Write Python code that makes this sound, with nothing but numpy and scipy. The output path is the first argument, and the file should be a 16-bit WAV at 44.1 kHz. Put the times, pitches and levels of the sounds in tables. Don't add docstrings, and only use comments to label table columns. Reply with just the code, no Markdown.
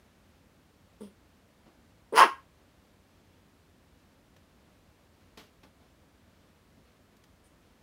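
import sys
import numpy as np
from scipy import signal
from scipy.fft import rfft, irfft
from scipy.io import wavfile
from scipy.ndimage import uniform_filter1d, minimum_filter1d

SR = 44100
rng = np.random.default_rng(int(sys.argv[2]) if len(sys.argv) > 2 else 0)


def file_out(sig):
    cols = np.atleast_2d(sig).T
    lim = np.clip(cols, -1, 1)
    pcm = np.round(lim * 32767).astype(np.int16)
    wavfile.write(sys.argv[1], SR, pcm)


N = 344862

BARK_S, WUFF_S = 2.123, 1.005
BARK_ROUGH, CLIMAX_ROUGH, GRUNT_JITTER, OPEN_JITTER = .88, .48, .22, .08


def bark(length_s=.152, lips_part_s=2.153, climax_s=2.226, sag_hz_per_s=3600):
    t = BARK_S + np.arange(0, length_s, 1 / SR)
    parted = .5 + .5 * np.tanh((t - lips_part_s) / .004)
    jaw = swell(t, peak_s=2.208, rise_s=.052, fall_s=.055)
    climax = swell(t, climax_s, rise_s=.025, fall_s=.014)
    sag_hz = sag_hz_per_s * np.maximum(t - climax_s, 0)
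    hz = np.maximum(435 + 62 * jaw + 62 * climax - sag_hz, 200)
    rough = BARK_ROUGH + (CLIMAX_ROUGH - BARK_ROUGH) * climax
    jitter = GRUNT_JITTER + (OPEN_JITTER - GRUNT_JITTER) * parted
    nose = undb(-27.5 + 5.5 * climax)
    mouth = undb(-66) + undb(-10.3) * jaw
    hiss = undb(-24) * parted * swell(t, peak_s=2.187, rise_s=.04, fall_s=.052)
    call = voice(t, hz, rough, nose, mouth, hiss, buzz_hz=1400, nose_air_db=-19, jitter=jitter)
    return gate(t, BARK_S, length_s) * call


def wuff(length_s=.098, sag_hz_per_s=380, fade_db_per_s=205, push_buzz_hz=400, hum_buzz_hz=130):
    t = np.arange(0, length_s, 1 / SR)
    push = .5 - .5 * np.tanh((t - .036) / .008)
    hz = 218 - sag_hz_per_s * t
    rough = .72 * push
    buzz_hz = hum_buzz_hz + (push_buzz_hz - hum_buzz_hz) * push
    nose = undb(-38.5 - fade_db_per_s * t)
    lip_leak = nose * undb(-21)
    hiss = undb(-67.5) * swell(t, peak_s=.039, rise_s=.032, fall_s=.065)
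    call = voice(t, hz, rough, nose, lip_leak, hiss, buzz_hz, nose_air_db=-7.5, jitter=.15)
    return gate(t, 0, length_s) * call


# f/Hz, level/dB
NOSE_TRACT = [(40, -37.5), (120, -15), (200, -3), (330, -2.5), (450, 5), (600, -2.5), (760, -17),
              (980, -6.5), (1900, -30.5), (2700, -29), (3300, -16), (4200, -27.5), (7200, -30.5),
              (9200, -12), (11500, -29)]
# f/Hz, level/dB
MOUTH_TRACT = [(50, -58.5), (200, -25), (500, -11), (720, -8.5), (900, -2), (1070, 0.5), (1400, -3.5),
               (1900, -8), (2400, -9.5), (3100, -12), (3700, -21), (5000, -26), (8000, -35.5), (16000, -51)]
# f/Hz, level/dB
TEETH_HISS = [(200, -32), (1500, -9), (2600, 4.5), (3700, -4), (4900, 1.5), (5600, -7.5), (6100, -8),
              (7900, -14), (9000, -8), (10200, -3), (11700, -19.5), (14000, -20), (15100, -8), (16000, -22)]


def voice(t, hz, rough, nose, mouth, hiss, buzz_hz, nose_air_db, jitter, growl=.35, shimmer=.15):
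    wavering_hz = hz * (1 + jitter * rough * flutter(t, 400))
    phase = 2 * np.pi * np.cumsum(wavering_hz) / SR
    line = 1 + np.arange(48)[:, None]
    ratio = line / 3
    weight = np.where(line % 3, growl * rough, 1) * np.minimum(line / 2, 1) ** 2
    weight = weight / (1 + (ratio * hz / buzz_hz) ** 3)
    folds = np.sum(weight * np.cos(ratio * phase), axis=0) / np.linalg.norm(weight, axis=0)
    puffs = (1 + .57 * np.cos(phase)) * (1 + growl * rough * np.cos(phase / 3))
    air = puffs * rng.standard_normal(len(t))

    def through(tract, air_gain):
        return (unit(colour(folds, tract)) + air_gain * unit(colour(air, tract))) / np.hypot(1, air_gain)

    sound = nose * through(NOSE_TRACT, undb(nose_air_db))
    sound += mouth * through(MOUTH_TRACT, undb(2) * rough)
    sound += hiss * unit(colour(air, TEETH_HISS))
    return sound * np.exp(shimmer * rough * flutter(t, 250))


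# t/s, level/dB, length/s
SNIFFS = [(7.434, -66.5, 0.053)]
# f/Hz, level/dB
SNIFF_BAND = [(2000, -25), (7500, -18), (9300, -4), (11000, -20), (16000, -25)]


def sniff():
    out = np.zeros(N)
    for start, db, length in SNIFFS:
        puff = signal.windows.tukey(int(length * SR))
        hiss = unit(colour(rng.standard_normal(len(puff)), SNIFF_BAND))
        add(out, start, undb(db) * puff * hiss)
    return out


# f/Hz, width/Hz, level/dB
CARRIER_MODES = [(204.8, 20, -2.5), (372, 26, -3), (549, 42, -2), (734.3, 23, -1.5), (1006, 150, -3),
                 (1360, 30, -0.5), (1660, 55, -0.5), (1905, 80, 1), (2335, 40, 1.5), (2766, 40, 1.5),
                 (3170, 70, -2), (4822, 90, -0.5), (5200, 70, -1.5)]


def dog_in_carrier(gain_db=-3.5):
    direct, hollow = np.zeros(N), np.zeros(N)
    add(direct, WUFF_S, wuff())
    add(direct, BARK_S, bark())
    direct += sniff()
    for hz, width, db in CARRIER_MODES:
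        hollow += undb(db) * signal.lfilter(*signal.iirpeak(hz, hz / width, fs=SR), direct)
    return undb(gain_db) * (direct + hollow)


# t/s, level/dB, t60/s, tilt/(dB per octave)
KNOCKS = [(4.364, -54.5, .042, -0.5), (5.373, -47.5, 0.29, -.3), (5.632, -50.3, .15, -2.3),
          (7.167, -61, .025, 4), (7.238, -56.5, 0.05, 1.1)]
# t/s, level/dB, t60/s, tilt/(dB per octave)
SHUFFLES = [(1.657, -48, .18, -4.5), (3.735, -50, .08, -15), (5.79, -60.5, 0.45, -3),
            (6.02, -56, .15, -4.5), (6.77, -53, 0.18, -8)]
# f/Hz, level/dB
CAGE_BODY = [(80, -11), (240, 5), (500, 2), (1000, -0.5), (1600, -4), (2150, -4), (2900, -4), (4200, -5),
             (6500, -11.5), (8500, -19.5), (13500, -15.5), (16000, -27)]


def knocks_and_shuffles(hard_contact_s=.0005, soft_contact_s=.015, size=16384):
    out, t = np.zeros(N), np.arange(size) / SR
    for contacts, contact_s in (KNOCKS, hard_contact_s), (SHUFFLES, soft_contact_s):
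        for start, db, t60, tilt in contacts:
            ring = unit(colour(rng.standard_normal(size), CAGE_BODY, tilt))
            envelope = (1 - np.exp(-t / contact_s)) * np.exp(-np.log(1000) * t / t60)
            add(out, start, undb(db) * envelope * ring)
    return out


def fur_rustle(level_db=-74.5, patchy_db=2.6):
    brushing = undb(level_db + patchy_db * flutter(np.arange(N) / SR, rate_hz=9))
    return brushing * unit(colour(rng.standard_normal(N), CAGE_BODY, tilt=-1.2))


# f/Hz, t60/s
ROOM_T60 = [(125, 0.21), (450, .2), (1100, .25), (2500, .27), (5000, .24), (10000, 0.25), (16000, .24)]


def room_echo(x, echo_db=-9, build_s=.0032, size=24000):
    t, hz = np.arange(size) / SR, np.fft.rfftfreq(size, 1 / SR)
    scatter, tail = rfft(rng.standard_normal(size)), np.zeros(size)
    centres = np.geomspace(70, 16000, 9)
    for centre, share in zip(centres, np.eye(len(centres))):
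        band = irfft(scatter * on_log_axis(np.c_[centres, share], hz), size)
        tail += band * np.exp(-np.log(1000) * t / on_log_axis(ROOM_T60, centre))
    tail *= 1 - np.exp(-(t / build_s) ** 2)
    return x + undb(echo_db) * signal.fftconvolve(x, tail / np.linalg.norm(tail))[:N]


# f/Hz, relative level/dB
AIR_SPECTRUM = [(12, -47.5), (20, -21), (41, -4), (85, -3.5), (101, -4.5), (119, -7.5), (176, -5),
                (254, -6.5), (431, -13.5), (554, -12.5), (775, -17), (1600, -20.5), (5470, -30.5),
                (14500, -37), (15800, -37.5)]
# f/Hz, width/Hz, level/dB
ROOM_MODES = [(59.24, 7, -76.5), (79, 8, -76.5), (91.5, 9, -74.5)]


def room_tone(air_db=-63):
    out = undb(air_db) * noise(lambda f: undb(on_log_axis(AIR_SPECTRUM, f)))
    for hz, width, db in ROOM_MODES:
        out += undb(db) * noise(lambda f: 1 / (1 + (2 * (f - hz) / width) ** 2))
    return out


def gate(t, start, length, attack_s=.0045, release_s=.014):
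    return np.clip((t - start) / attack_s, 0, 1) * np.clip((start + length - t) / release_s, 0, 1)


def swell(t, peak_s, rise_s, fall_s):
    return 10 ** -((t - peak_s) / np.where(t < peak_s, rise_s, fall_s)) ** 2


def flutter(t, rate_hz):
    return np.interp((t - t[0]) * rate_hz, np.arange(len(t)), rng.standard_normal(len(t)))


def noise(gain):
    return unit(irfft(rfft(rng.standard_normal(N)) * gain(np.fft.rfftfreq(N, 1 / SR)), N))


def colour(x, outline, tilt=0, size=4096):
    hz = np.fft.rfftfreq(size, 1 / SR)
    db = on_log_axis(outline, hz) + tilt * np.log2(np.maximum(hz, 200) / 1000)
    cepstrum = irfft(np.log(undb(db)))
    cepstrum[1:size // 2] *= 2
    cepstrum[size // 2 + 1:] = 0
    impulse = irfft(np.exp(rfft(cepstrum)))
    return signal.fftconvolve(x, impulse)[:len(x)]


def on_log_axis(points, hz):
    at, value = np.transpose(points)
    return np.interp(np.log(hz + 1e-3), np.log(at), value)


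def undb(db):
    return 10 ** (np.asarray(db) / 20)


def unit(x):
    return x / np.sqrt(np.mean(x ** 2) + 1e-18)


def add(out, start_s, x):
    i = int(start_s * SR)
    out[i:i + len(x)] += x[:N - i]


def scene():
    movements = knocks_and_shuffles() + fur_rustle()
    return (room_echo(dog_in_carrier() + movements) + room_tone())[None]


def record(dry, low_hz=38, top_hz=15750, ceiling=.72, hold_samples=220):
    low_cut = signal.sosfilt(signal.butter(4, low_hz, "high", fs=SR, output="sos"), dry)
    gain = np.minimum(1, ceiling / (np.abs(low_cut) + 1e-9))
    smooth_gain = uniform_filter1d(minimum_filter1d(gain, hold_samples), hold_samples)
    return signal.sosfilt(signal.ellip(10, .2, 80, top_hz, fs=SR, output="sos"), low_cut * smooth_gain)


dry = scene()
out = record(dry)
file_out(out)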